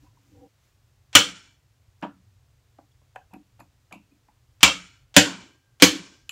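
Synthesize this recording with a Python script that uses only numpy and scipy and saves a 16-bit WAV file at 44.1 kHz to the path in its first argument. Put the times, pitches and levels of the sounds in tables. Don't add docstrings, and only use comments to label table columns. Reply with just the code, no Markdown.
import sys
import numpy as np
from scipy import signal
from scipy.fft import rfft, irfft
from scipy.io import wavfile

SR = 44100
rng = np.random.default_rng(int(sys.argv[2]) if len(sys.argv) > 2 else 0)


def natural_amplitude(level_db):
    exponent = np.asarray(level_db, float) / 20
    return 10 ** exponent


def to_wav(sig):
    pcm = np.clip(np.atleast_2d(sig), -1, 1) * 32767
    pcm = np.round(pcm).astype(np.int16)
    wavfile.write(sys.argv[1], SR, pcm.T)


N = 278271
T = np.arange(SR // 2) / SR


def hiss():
    return rng.standard_normal(len(T))


def fade(t60):
    return np.exp(-np.log(1000) * T / t60)


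def swell(rise_s):
    return 1 - np.exp(-T / rise_s)


def bump(t, centre_s, half_s):
    return np.exp(-((t - centre_s) / half_s) ** 2)


def unit(x):
    return x / np.abs(x).max()


def colour(x, points):
    hz = np.maximum(np.arange(len(x) // 2 + 1) * SR / len(x), 1)
    point_hz, point_db = np.array(points).T
    return irfft(rfft(x) * natural_amplitude(np.interp(np.log(hz), np.log(point_hz), point_db)), len(x))


def band(x, hz, width):
    return signal.lfilter(*signal.iirpeak(hz, hz / width, fs=SR), x)


def steep(x, hz, width):
    return unit(band(band(band(x, hz, width), hz, width), hz, 1.2 * width))


def ring(modes, scatter_db, shorter):
    total = 0
    for hz, db, t60 in modes:
        share, detune = rng.standard_normal(2)
        tone = np.sin(2 * np.pi * hz * (1 + 0.00043 * detune) * T)
        total = total + natural_amplitude(db + scatter_db * share) * fade(t60 * shorter) * tone
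    return total


def add(out, s, sound):
    i = int(s * SR)
    out[i:i + len(sound)] += sound[:len(out) - i]


def wander(rate):
    return np.interp(np.arange(N) / SR * rate, np.arange(256), rng.standard_normal(size=256))


# t/s, peak level/dB, chisel ring f/Hz, bench level/dB, depth of the bench tone/0-1
BLOWS = [
    (1.1518, 6.5, 2963, -20.5, 0.37),
    (4.630, 3.5, 3294, -19, 0.53),
    (5.1646, 5, 3012, -14, 0.47),
    (5.8223, 3.5, 3090, -13.5, 0.33),
]
# f/Hz, level/dB, t60/s
BENCH = [(120, -24, 0.41), (184, -1, .3), (200, -7, 0.4), (281.5, -1.5, 0.18), (300, 0.5, 0.15),
         (482, -3.5, 0.075), (790, -20.5, .1), (950, -8.5, .08)]
# f/Hz, level/dB, t60/s
CHISEL = [(1561, -15.5, 0.27), (1771, -17.5, 0.38), (2342, -15, 0.33), (2370, 1, 0.72), (2640, 0.5, 0.37),
          (2981, 0.5, 0.15), (3085, -2.5, 0.26), (3160, -5.5, 0.64), (5000, -17, 0.13), (6175, -31.5, 0.32),
          (6500, -12, 0.3), (7700, -12, 0.19), (7300, -14.5, 0.16), (8947, -23, 0.2)]


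def blow(tones, db, ring_hz, bench_db, depth):
    crack = unit(split(*tones) * (fade(0.028) + natural_amplitude(-11.0) * fade(0.1)))
    contact = unit(band(hiss(), 6500.0, 13000.0) * fade(0.0022))
    crack = crack + natural_amplitude(-11.5) * contact
    blade = unit(band(hiss(), ring_hz, 110.0) * fade(0.057))
    steel = unit(ring(CHISEL, 1.5, .4))
    modes = depth * ring(BENCH[:3], 1.5, .5) + (1 - depth) * ring(BENCH[3:], 1.5, 0.78)
    boom = colour(hiss(), [(90, -30.5), (180, -3.5), (300, 0.5), (450, 2.5), (700, -5.5), (1000, -21.5)])
    bench = unit(modes * swell(.004)) + natural_amplitude(-4.5) * unit(boom * fade(0.1) * swell(0.0027))
    mix = natural_amplitude(6.0) * crack + natural_amplitude(-6.5) * blade + natural_amplitude(-24) * steel + natural_amplitude(bench_db - 1.0) * bench
    return natural_amplitude(db) * mix


# f/Hz, level/dB per Hz
SPLIT = [(210, -41.5), (350, -19.5), (700, -14), (1500, -9.5), (3000, -11), (7500, -13.5), (9000, -23.5),
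         (16000, -44.5)]
# f/Hz, width/Hz, level/dB
PLANK = [(930, 520, 0), (2350, 430, 5), (2740, 350, 3.5), (3180, 510, 5.5), (4400, 380, -2.5),
         (5820, 900, -1), (7220, 600, 2)]
# end tone level/dB, grain tone f/Hz, grain tone level/dB,
# upper tones level/dB, bench hum in the tail level/dB
ANSWERS = [(10, 1300, 10, -2, -6.5), (4, 1100, 9, -0.5, -9.5), (15.5, 1700, 10, -6, 6.5),
           (5, 1200, 0.5, -5.5, 3)]


def split(end_db, grain_hz, grain_db, upper_db):
    noise = colour(hiss(), SPLIT)
    upper = 0
    for hz, width, db in PLANK:
        scatter_db = 3 * rng.standard_normal()
        upper = upper + natural_amplitude(db + scatter_db) * band(noise, hz, width)
    end = band(noise, 570, 70)
    grain = band(noise, grain_hz, 290)
    return noise + natural_amplitude(upper_db) * upper + natural_amplitude(end_db) * end + natural_amplitude(grain_db) * grain


TINT_HZ = 800, 1150, 1500, 1900, 2350, 2700, 3050, 3800, 4350, 5300, 6400
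TINTS = [(0, -4, 0.5, 1.5, 0, -0.5, 2.3, 1.5, -3, 3, 1.5),
         (-1.6, -2.5, -3.5, -0.4, 2.5, 3, 0.1, 0.85, -0.14, .1, .1),
         (-1, -10, 1.5, -1, -2, -4, 2.9, -5, 1, .1, .1),
         (-6, 0, 0.36, 2.5, 2.5, -1.23, 1.5, -0.5, 1.5, .1, .1)]


def tinted(sound, tint, treble_db):
    return colour(sound, [(600, 0), *zip(TINT_HZ, tint), (7800, 0), (9000, treble_db)])


# f/Hz, level/dB, t60/s
SEATED_HIGH = [
    [(1206, -13.5, 0.13), (1470, -9.5, 0.3), (2320, 0, 0.14), (2498, -5, 0.14), (2770, -10, 0.21),
     (2966, -3, 0.12), (3180, -2.5, 0.22), (3462, -10.5, 0.35), (4000, -11, 0.25), (4250, -15, 0.15)],
    [(1294, -10, 0.25), (2225, -0.5, 0.1), (2400, -7, 0.2), (2610, -8, 0.2), (2724, -14, 0.44),
     (2990, -6.5, 0.15), (3180, -7.5, 0.21), (3430, -8, 0.16), (4118, -14, 0.097), (4450, -16.5, 0.29)],
    [(1510, -12.5, 0.33), (1583, -4.5, 0.26), (1820, -14.5, 0.3), (1980, -20.5, 0.58), (2300, -12.5, 0.48),
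     (2830, -10, 0.2), (3050, 1.5, 0.19), (3000, -3, 0.15), (3530, -12, 0.14), (3570, -12, 0.16)],
    [(1400, -8.5, 0.15), (1804, -19.5, 5.0), (2180, -15.5, 0.97), (2360, -3.5, 0.2), (2820, -13, 0.43),
     (3190, 0, 0.13), (3240, -4.5, 0.21), (3360, -8.5, 0.11), (3849, -19, 0.36), (4452, -13, 0.23)],
]
SEATED_LOW = [
    [(285, 0, 0.098), (490, -7, 0.14), (824, -10.5, 0.095), (930, -10, 0.11)],
    [(188, -9, 0.24), (296, 0.5, 0.093), (504, -14, 0.23), (830, -9, 0.13)],
    [(186, -1.5, 0.11), (280, 1, .1), (300, -8, 0.25), (497, -11.5, .2), (593, -11, 0.13), (760, -12, 0.2),
     (967, -10.5, 0.079)],
    [(185, -12.5, 0.13), (280, -3.5, .09), (309.3, -16.5, 0.25), (498, -9.5, 0.12), (400, -7.5, 0.064),
     (573, -15, .1)],
]
# high notes level/dB, low notes level/dB, treble level/dB, jolt through the stand level/dB
SEATS = [(-14, -22, 2.5, -55), (-11, -24.5, -1, -35.5), (-10.5, -5, -1.5, -31), (-12, 1.5, 3.5, -27)]


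def notes_of(modes):
    total = 0
    for k, (hz, db, t60) in enumerate(modes):
        tone = np.sin(2 * np.pi * hz * T + k * k)
        total = total + natural_amplitude(db) * fade(min(t60, .28)) * tone
    return unit(total)


def seated(high, low, high_db, low_db, jolt_db):
    jolt = unit(np.sin(2 * np.pi * 42 * T) * fade(0.078) * swell(.004))
    high_notes = natural_amplitude(high_db) * notes_of(high) * swell(.0015)
    low_notes = natural_amplitude(low_db) * notes_of(low) * swell(.003)
    return high_notes + low_notes + natural_amplitude(jolt_db) * jolt


# floor thump level/dB, thump f/Hz, far end of the shop level/dB, level/dB of the haze just
THUMPS = [(-28.5, 100, -30, -44.5), (-30, 69, -33, -46.5), (-22.5, 110, -28, -42.5), (-30, 98, -28.5, -39)]
# f/Hz, level/dB per Hz
CRACK = [(350, -30.5), (600, -6.5), (1450, -6), (3190, -6.5), (4900, -10.5), (7500, -10.5), (8600, -22),
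         (16300, -43.5)]
# f/Hz, level/dB
LATE = [(150, -5.5), (420, -12.5), (950, -8.5), (1400, -2.5), (3000, 0), (7000, -1), (9500, -2.5),
        (14000, -14.5)]
# f/Hz, width/Hz, level/dB
RATTLES = [(930, 76, -15), (1555, 51, -7.5), (2320, 84, -3), (2980, 120, -4.5), (3400, 80, -7.5),
           (4300, 110, -8), (5400, 80, -8), (5895, 81, -12.5), (6860, 110, -11.5), (7200, 90, -12.5),
           (8600, 1500, -10.5)]


def aftermath(hum_db, thump_db, thump_hz, far_db):
    thump = unit(np.sin(2 * np.pi * thump_hz * T) * fade(0.17) * swell(0.0098))
    rings = 0
    for hz, width, db in RATTLES + [(280, 79, hum_db)]:
        rings = rings + natural_amplitude(db) * band(hiss(), hz, width) / np.sqrt(width)
    far = colour(colour(hiss(), CRACK), LATE)
    far = far / far.std() * fade(0.55) + natural_amplitude(-5.5) * rings / rings.std() * fade(0.71)
    ending = 1 / (1 + (T / 0.44) ** 8)
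    return natural_amplitude(thump_db) * thump + natural_amplitude(far_db) * far * swell(0.012) * ending


# above f/Hz, t after the blow/s, loss level/dB
DROPS = [
    (13260, .065, -3),
    (13000, 0.16, -10),
    (9600, 0.17, -7.5),
    (8170, 0.25, -4),
]


def dropped(x):
    for hz, after_s, loss_db in DROPS:
        gone = np.zeros(N)
        for s, *_ in BLOWS:
            add(gone, s + after_s, swell(.004)[:SR // 4])
        top = signal.sosfiltfilt(signal.butter(8, hz, "highpass", fs=SR, output="sos"), x)
        x = x - (1 - natural_amplitude(loss_db)) * gone * top
    return x


def haze():
    out = np.zeros(N)
    lead_s = .0232
    tilt = [(400, -4.0), (1500, -4.5), (3000, 0.1), (8000, -5.5), (12000, -4.0)]
    for (s, *_), (*_, db) in zip(BLOWS, THUMPS):
        noise = colour(colour(hiss(), CRACK), tilt)
        puffs = fade(.03) * np.sin(np.pi * T / .003) ** 2
        shape = (1 + natural_amplitude(5) * puffs + (T / lead_s) ** 4) * (T < lead_s)
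        add(out, s - lead_s, natural_amplitude(db) * noise / noise.std() * swell(.001) * shape)
    return out


# t/s, peak level/dB, plank tone f/Hz, bench level/dB, depth of the bench tone/0-1
KNOCKS = [(0.065, -68, 960, -9, 0.6), (0.172, -74, 970, -7.5, 0.6), (2.027, -30, 790, 1.5, 0.36),
          (2.036, -29.5, 913, -43, 0.7), (2.048, -30.5, 550, -4, 0.01), (2.786, -43.5, 700, -8, 0.07),
          (3.015, -64, 684, -5.5, 0.4), (3.158, -35.5, 717, -26, 0.13), (3.331, -46, 840, -0.5, 0.98),
          (3.34, -47.5, 765, 3, 0), (3.36, -59.5, 822, 18, 0.05), (3.593, -52, 837, -3, 0.36),
          (3.602, -46.5, 852, -32.5, 0.78), (3.615, -63, 810, 10.5, 0.2), (3.909, -52.5, 715, -21, 0.6),
          (3.921, -54, 960, -30.5, 0.7), (3.926, -50, 1016, 3, 0.4), (3.955, -57.5, 677, 13, 0.28),
          (4.12, -80, 600, 20, 0.3), (4.282, -58.5, 880, -6, 0.23)]


def knock(db, tone_hz, bench_db, depth):
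    touch = hiss() * fade(0.032) * swell(0.0012)
    plank = steep(touch, tone_hz, 474.0) + natural_amplitude(-11.0) * steep(touch, 830.0, 780.0)
    handle = steep(touch, 2200.0, 610.0)
    bench = depth * ring(BENCH[1:3], 0.66, 0.31) + (1 - depth) * ring(BENCH[3:6], 0.98, 0.25)
    return natural_amplitude(db + 1.5) * (plank + natural_amplitude(-45) * handle + natural_amplitude(bench_db) * unit(bench * swell(0.061)))


# f/Hz, width/Hz
EDGE = [(4400, 1390), (7200, 2400), (11400, 2000)]
# t/s, peak level/dB, blade f/Hz, lowest edge resonance level/dB, sharpness level/dB
TICKS = [(2.0245, -41.5, 2340, -9, -44), (2.031, -34.5, 2605, -23.5, -51), (2.046, -49.5, 3160, -25, -45),
         (2.7844, -64, 2770, -10, -16), (2.9144, -66.5, 3300, -14.5, -17.5), (3.1592, -42, 2710, -32, -20),
         (3.3363, -50, 2280, -11.5, -2), (3.5938, -58, 2657, -15, -14), (3.5992, -58, 2350, -2.5, 6.5),
         (3.6016, -50, 2607, -5.5, -5), (3.925, -34, 2454, -14.5, -14), (3.9454, -51, 2646, -22.5, -11),
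         (4.2814, -80, 2800, -12, -14), (6.2929, -25.5, 2810, -9, -12.5)]


def tick(db, blade_hz, low_db, sharp_db):
    touch = hiss() * fade(0.016)
    middle_db = -8 + 0.32 * sharp_db
    sound = steep(touch, blade_hz, 930.0)
    for (hz, width), edge_db in zip(EDGE, (low_db, middle_db, sharp_db)):
        sound = sound + natural_amplitude(edge_db) * steep(touch, hz, width)
    return natural_amplitude(db) * sound


# f/Hz, level/dB
TEAR = [(300, 0), (800, 5), (1500, 17.5), (3000, -4), (6000, -14), (9000, -31), (15000, -32.5)]
# t/s, peak level/dB, t60/s, strongest f/Hz
TEARS = [(2.018, -50, 0.058, 1102), (2.026, -32, 0.028, 1490), (2.034, -35, 0.069, 1484),
         (2.048, -43, 0.18, 1295), (3.333, -49, 0.047, 1003), (3.345, -62.5, 0.043, 1900),
         (3.591, -51.5, 0.043, 996), (3.61, -66, 0.035, 2300), (3.92, -41.5, 0.069, 1053),
         (3.94, -58, 0.046, 3495), (4.283, -65, .05, 1950), (6.2935, -39, 0.04, 1608)]


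def tear(db, t60, tone_hz):
    shifted = [(hz * tone_hz / 1500, level_db) for hz, level_db in TEAR]
    return natural_amplitude(db) * unit(colour(hiss(), shifted) * fade(t60) * swell(0.00064))


# t/s, peak level/dB, f/Hz, t60/s, width/Hz
PINGS = [(0.029, -59, 980, 0.15, 60), (0.062, -59.5, 980, 0.14, 78), (0.17, -60, 950, 0.083, 160),
         (2.915, -63, 3305, 0.045, 150), (3.162, -50, 1603, 0.11, 400), (3.205, -57, 1570, 0.12, 250),
         (3.338, -54, 2510, 0.094, 349), (3.605, -47, 1786, 0.039, 347),
         (3.93, -49.5, 2586, 0.23, 450), (3.931, -45, 675, 0.098, 200),
         (2.038, -66, 7200, 0.13, 1200), (3.602, -61.5, 7100, 0.09, 700),
         (3.927, -63, 7000, 0.095, 802), (3.93, -63, 4600, 0.067, 1500),
         (3.603, -64, 4560, 0.039, 896), (3.158, -69, 3080, 0.034, 904),
         (3.34, -69, 4500, 0.046, 1500),
         (1.2, -35, 1387, 0.42, 200), (1.202, -38, 3140, 0.42, 503.4), (1.25, -45, 2260, 0.36, 400),
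               (2.04, -47, 1260, 0.28, 499), (2.161, -61, 185.7, 0.44, 50), (4.636, -16, 2640, 0.11, 300),
               (4.661, -26.5, 1306, 0.31, 200), (4.681, -38.5, 2210, 0.43, 200),
               (4.8, -54, 1365, 0.52, 149.5), (5.191, -22, 3150, 0.17, 251.6), (5.2, -37, 2950, 0.36, 251),
               (5.2, -35.5, 728, 0.34, 152.8), (5.219, -30, 1485, 0.41, 300), (5.25, -36, 994, 0.43, 300),
               (5.301, -43.5, 187, 0.38, 30), (5.47, -71, 1592, 1.5, 45), (5.829, -15.5, 519, 0.15, 91.7),
               (5.925, -33.5, 300, 0.25, 90.5), (5.952, -49.5, 1070, 0.45, 200),
               (5.964, -38, 188, 0.28, 30.1), (6.119, -70, 1596, 0.89, 70),
         (1.155, -15.5, 510, 0.11, 60), (1.156, -14.5, 1598, .08, 353.4),
               (3.149, -54, 700, 0.052, 400), (3.159, -33, 1620, 0.024, 440), (3.308, -61, 798, 0.14, 400),
               (3.312, -66.5, 2541, 0.088, 300), (3.339, -58, 1630, 0.079, 351),
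               (3.603, -59, 2510, 0.1, 250), (3.603, -58, 848, 0.1, 250), (3.908, -53.5, 1693, 0.045, 300),
               (3.909, -62, 3000, 0.046, 500), (3.95, -55, 950, 0.15, 300), (4.104, -55, 290.5, 0.22, 60),
               (4.11, -70, 2506, 0.16, 200), (4.28, -54.5, 857, 0.095, 80), (4.64, -22, 558.6, 0.22, 200),
               (4.68, -17, 1010, .05, 504), (5.168, -17.5, 504, 0.16, 69), (5.168, -18, 775, .08, 200),
               (5.17, -22.5, 1575, 0.069, 120), (5.7992, -31.5, 3594, 0.014, 3020),
               (5.811, -43, 4240, 0.017, 3020), (5.812, -32.5, 280, .1, 200),
               (5.824, -10, 2120, .07, 501.4), (5.83, -10, 5000, 0.077, 250.1),
               (5.83, -14.5, 6370, 0.19, 700),
         (2.0125, -52, 6996, .012, 6000), (2.024, -64, 9970, 0.01, 4000), (2.033, -63, 11030, 0.027, 4000),
         (2.050, -66, 11000, .02, 4000), (2.032, -46, 3000, 0.14, 1000), (2.786, -73, 1020, 0.058, 250),
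         (3.1545, -60, 9000, .012, 7000), (3.1545, -67, 14000, .012, 2500), (3.160, -68, 14000, .012, 2500),
         (3.599, -63, 14000, 0.018, 2500), (3.604, -65, 13500, .04, 2000), (3.925, -64, 14000, .02, 2500),
         (5.799, -48, 11070, .015, 5000), (5.811, -54.5, 10950, 0.011, 5000),
         (6.166, -66, 10670, .012, 1500), (6.2925, -34.5, 7040, 0.019, 900), (6.297, -47, 7400, 0.19, 400),
         (6.2925, -57, 14200, 0.018, 900), (1.168, -16.5, 2400, 0.031, 2500),
         (1.203, -22, 2200, 0.039, 2500), (1.221, -29, 2800, 0.042, 900), (4.650, -19, 2800, .03, 1200),
         (4.680, -23, 2500, .03, 2500), (4.701, -26, 2720, 0.068, 150), (4.734, -30, 2200, 0.031, 2000),
         (5.196, -18, 3000, .04, 1200), (5.822, -7.5, 2440, 0.075, 160), (5.860, -20.5, 2390, 0.062, 250),
         (1.153, -15, 1854, .1, 350), (1.153, -12, 1464, .12, 60.27), (1.154, -18.5, 494.5, .2, 40.08),
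         (5.166, -13, 3048, .12, 120), (5.3, -47.5, 3020, .55, 200), (5.301, -54, 4600, .4, 500),
         (5.33, -51.5, 2350, 0.5, 149.4), (4.632, -22, 4183, .07, 300), (4.634, -14, 3316, .09, 80.2),
         (4.78, -51.5, 2300, .5, 904), (3.934, -56, 800, .15, 500), (6.03, -55, 5440, 0.68, 2500)]


def ping(db, hz, t60, width):
    cluster = steep(hiss(), hz, 1.2 * width)
    return natural_amplitude(db - 2.5) * swell(.0012) * fade(t60) * cluster / cluster.std()


# t/s, pressure level/dB, speed/0-1
DRAG = [
    (0.0, -91, .3),
    (0.04, -60.5, 0.48),
    (0.094, -87, 1),
    (0.252, -71, .3),
    (0.316, -58, 0),
    (0.356, -63.5, 0.91),
    (0.43, -58, 0.89),
    (0.47, -60, .9),
    (0.49, -89, 1),
]
# f/Hz, level/dB
RUBBED = [((190, -8.5), (285, 0.5)), ((495, 2),), ((778, -1.5), (960, -16))]
SLOW_LOSS_DB = (-3, -27, -30)
# t/s, peak level/dB, length/s
RUSTLES = [
    (0.04, -71.5, 0.05),
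    (0.32, -73.5, 0.18),
    (0.66, -74, 0.074),
]


def drag():
    s, pressure_db, speed = np.transpose(DRAG)
    t = np.arange(SR) / SR
    cloth = [(2500, -2.5), (4400, -5.5), (7000, -3.0), (9000, -13), (13000, -12)]
    rustle = colour(rng.standard_normal(SR), cloth)
    brushes = sum(natural_amplitude(db) * bump(t, at, length) for at, db, length in RUSTLES)
    out = brushes * rustle / rustle.std()
    for loss_db, group in zip(SLOW_LOSS_DB, RUBBED):
        group_db = np.interp(t, s, pressure_db + loss_db * (1 - speed))
        for hz, db in group:
            hum = band(band(rng.standard_normal(SR), hz, 25.0), hz, 98.0)
            out += natural_amplitude(group_db + db) * hum / hum.std() * (t < s[-1])
    return out


# f/Hz, t60/s
SHOP_T60 = [(100, 0.56), (260, 0.41), (700, 0.26), (1840, 0.27), (4850, 0.32), (12800, 0.24)]


def shop():
    hz, t60 = np.transpose(SHOP_T60)
    tail = 0
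    for centre in 90 * 2 ** np.arange(0, 7.6, .5):
        noise = band(band(hiss(), centre, centre / 2), centre, centre / 2)
        tail = tail + noise * fade(0.8 * np.interp(np.log(centre), np.log(hz), t60))
    tail = tail * swell(0.0037)
    tail = tail / np.sqrt(np.sum(tail ** 2)) * natural_amplitude(-8.0)
    tail[0] = 1
    return tail


# f/Hz, level/dB per Hz
FLOOR = [(22, -23), (40, -8.5), (125, -1.5), (165, -23.5), (520, -29), (7200, -37), (9500, -43),
         (16300, -44)]
# t/s, extra level/dB, half length/s
SWELLS = [(0.035, 5, 0.092), (0.377, 8, 0.04), (0.9, 3, .2), (1.4, 2.5, .12), (1.896, 2.5, 0.11),
          (2.297, 5, 0.17), (3.003, 3.5, 0.163), (3.45, 3.5, 0.32), (4.499, 4, .12), (5.056, 7, 0.097),
          (5.427, 8, .05), (5.597, 0.5, .1), (5.753, 6.5, .04)]


def floor():
    noise = colour(rng.standard_normal(N), FLOOR)
    low = signal.sosfiltfilt(signal.butter(4, 155, fs=SR, output="sos"), noise)
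    t = np.arange(N) / SR
    swell_db = sum(db * bump(t, s, half_s) for s, db, half_s in SWELLS)
    rumble_db = -66.5 + swell_db + 2.5 * wander(8.9)
    duck_db = sum(-2 * (t > s) * bump(t, s, .45) for s, *_ in BLOWS)
    return natural_amplitude(-62.5 + duck_db) * (noise - low) / noise.std() + natural_amplitude(rumble_db) * low / low.std()


def scene():
    loud, soft, near, after = np.zeros(N), np.zeros(N), floor(), np.zeros(N)
    add(near, 0, drag())
    for (s, *row), answer, tint, high, low, seat, thump in zip(
            BLOWS, ANSWERS, TINTS, SEATED_HIGH, SEATED_LOW, SEATS, THUMPS):
        *tones, hum_db = answer
        high_db, low_db, treble_db, jolt_db = seat
        add(loud, s, tinted(blow(tones, *row), tint, treble_db) * (T < .3))
        add(after, s, aftermath(hum_db, *thump[:3]))
        add(after, s, seated(high, low, high_db, low_db, jolt_db))
    pings = PINGS
    for table, source, bus in ((KNOCKS, knock, soft), (TICKS, tick, soft), (TEARS, tear, soft),
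                               (pings, ping, near)):
        for s, *row in table:
            add(bus, s, source(*row))
    room = shop()
    flutter = natural_amplitude(1.5 * wander(38))
    blows = dropped(signal.fftconvolve(loud, room)[:N] + after * flutter)
    touches = signal.fftconvolve(soft, room * fade(1.0))[:N]
    return (blows + touches + near)[None]


def band_limit(x):
    return signal.sosfilt(signal.butter(12, 15850, fs=SR, output="sos"), x)


def record(dry):
    mix = np.clip(natural_amplitude(1.5) * dry, -.85, .85) + haze()
    mix = signal.sosfilt(signal.ellip(8, .2, 60, 15700, fs=SR, output="sos"), mix)
    mix = signal.sosfilt(signal.butter(2, 26, "highpass", fs=SR, output="sos"), mix)
    return band_limit(mix)


dry = scene()
out = record(dry)
to_wav(out)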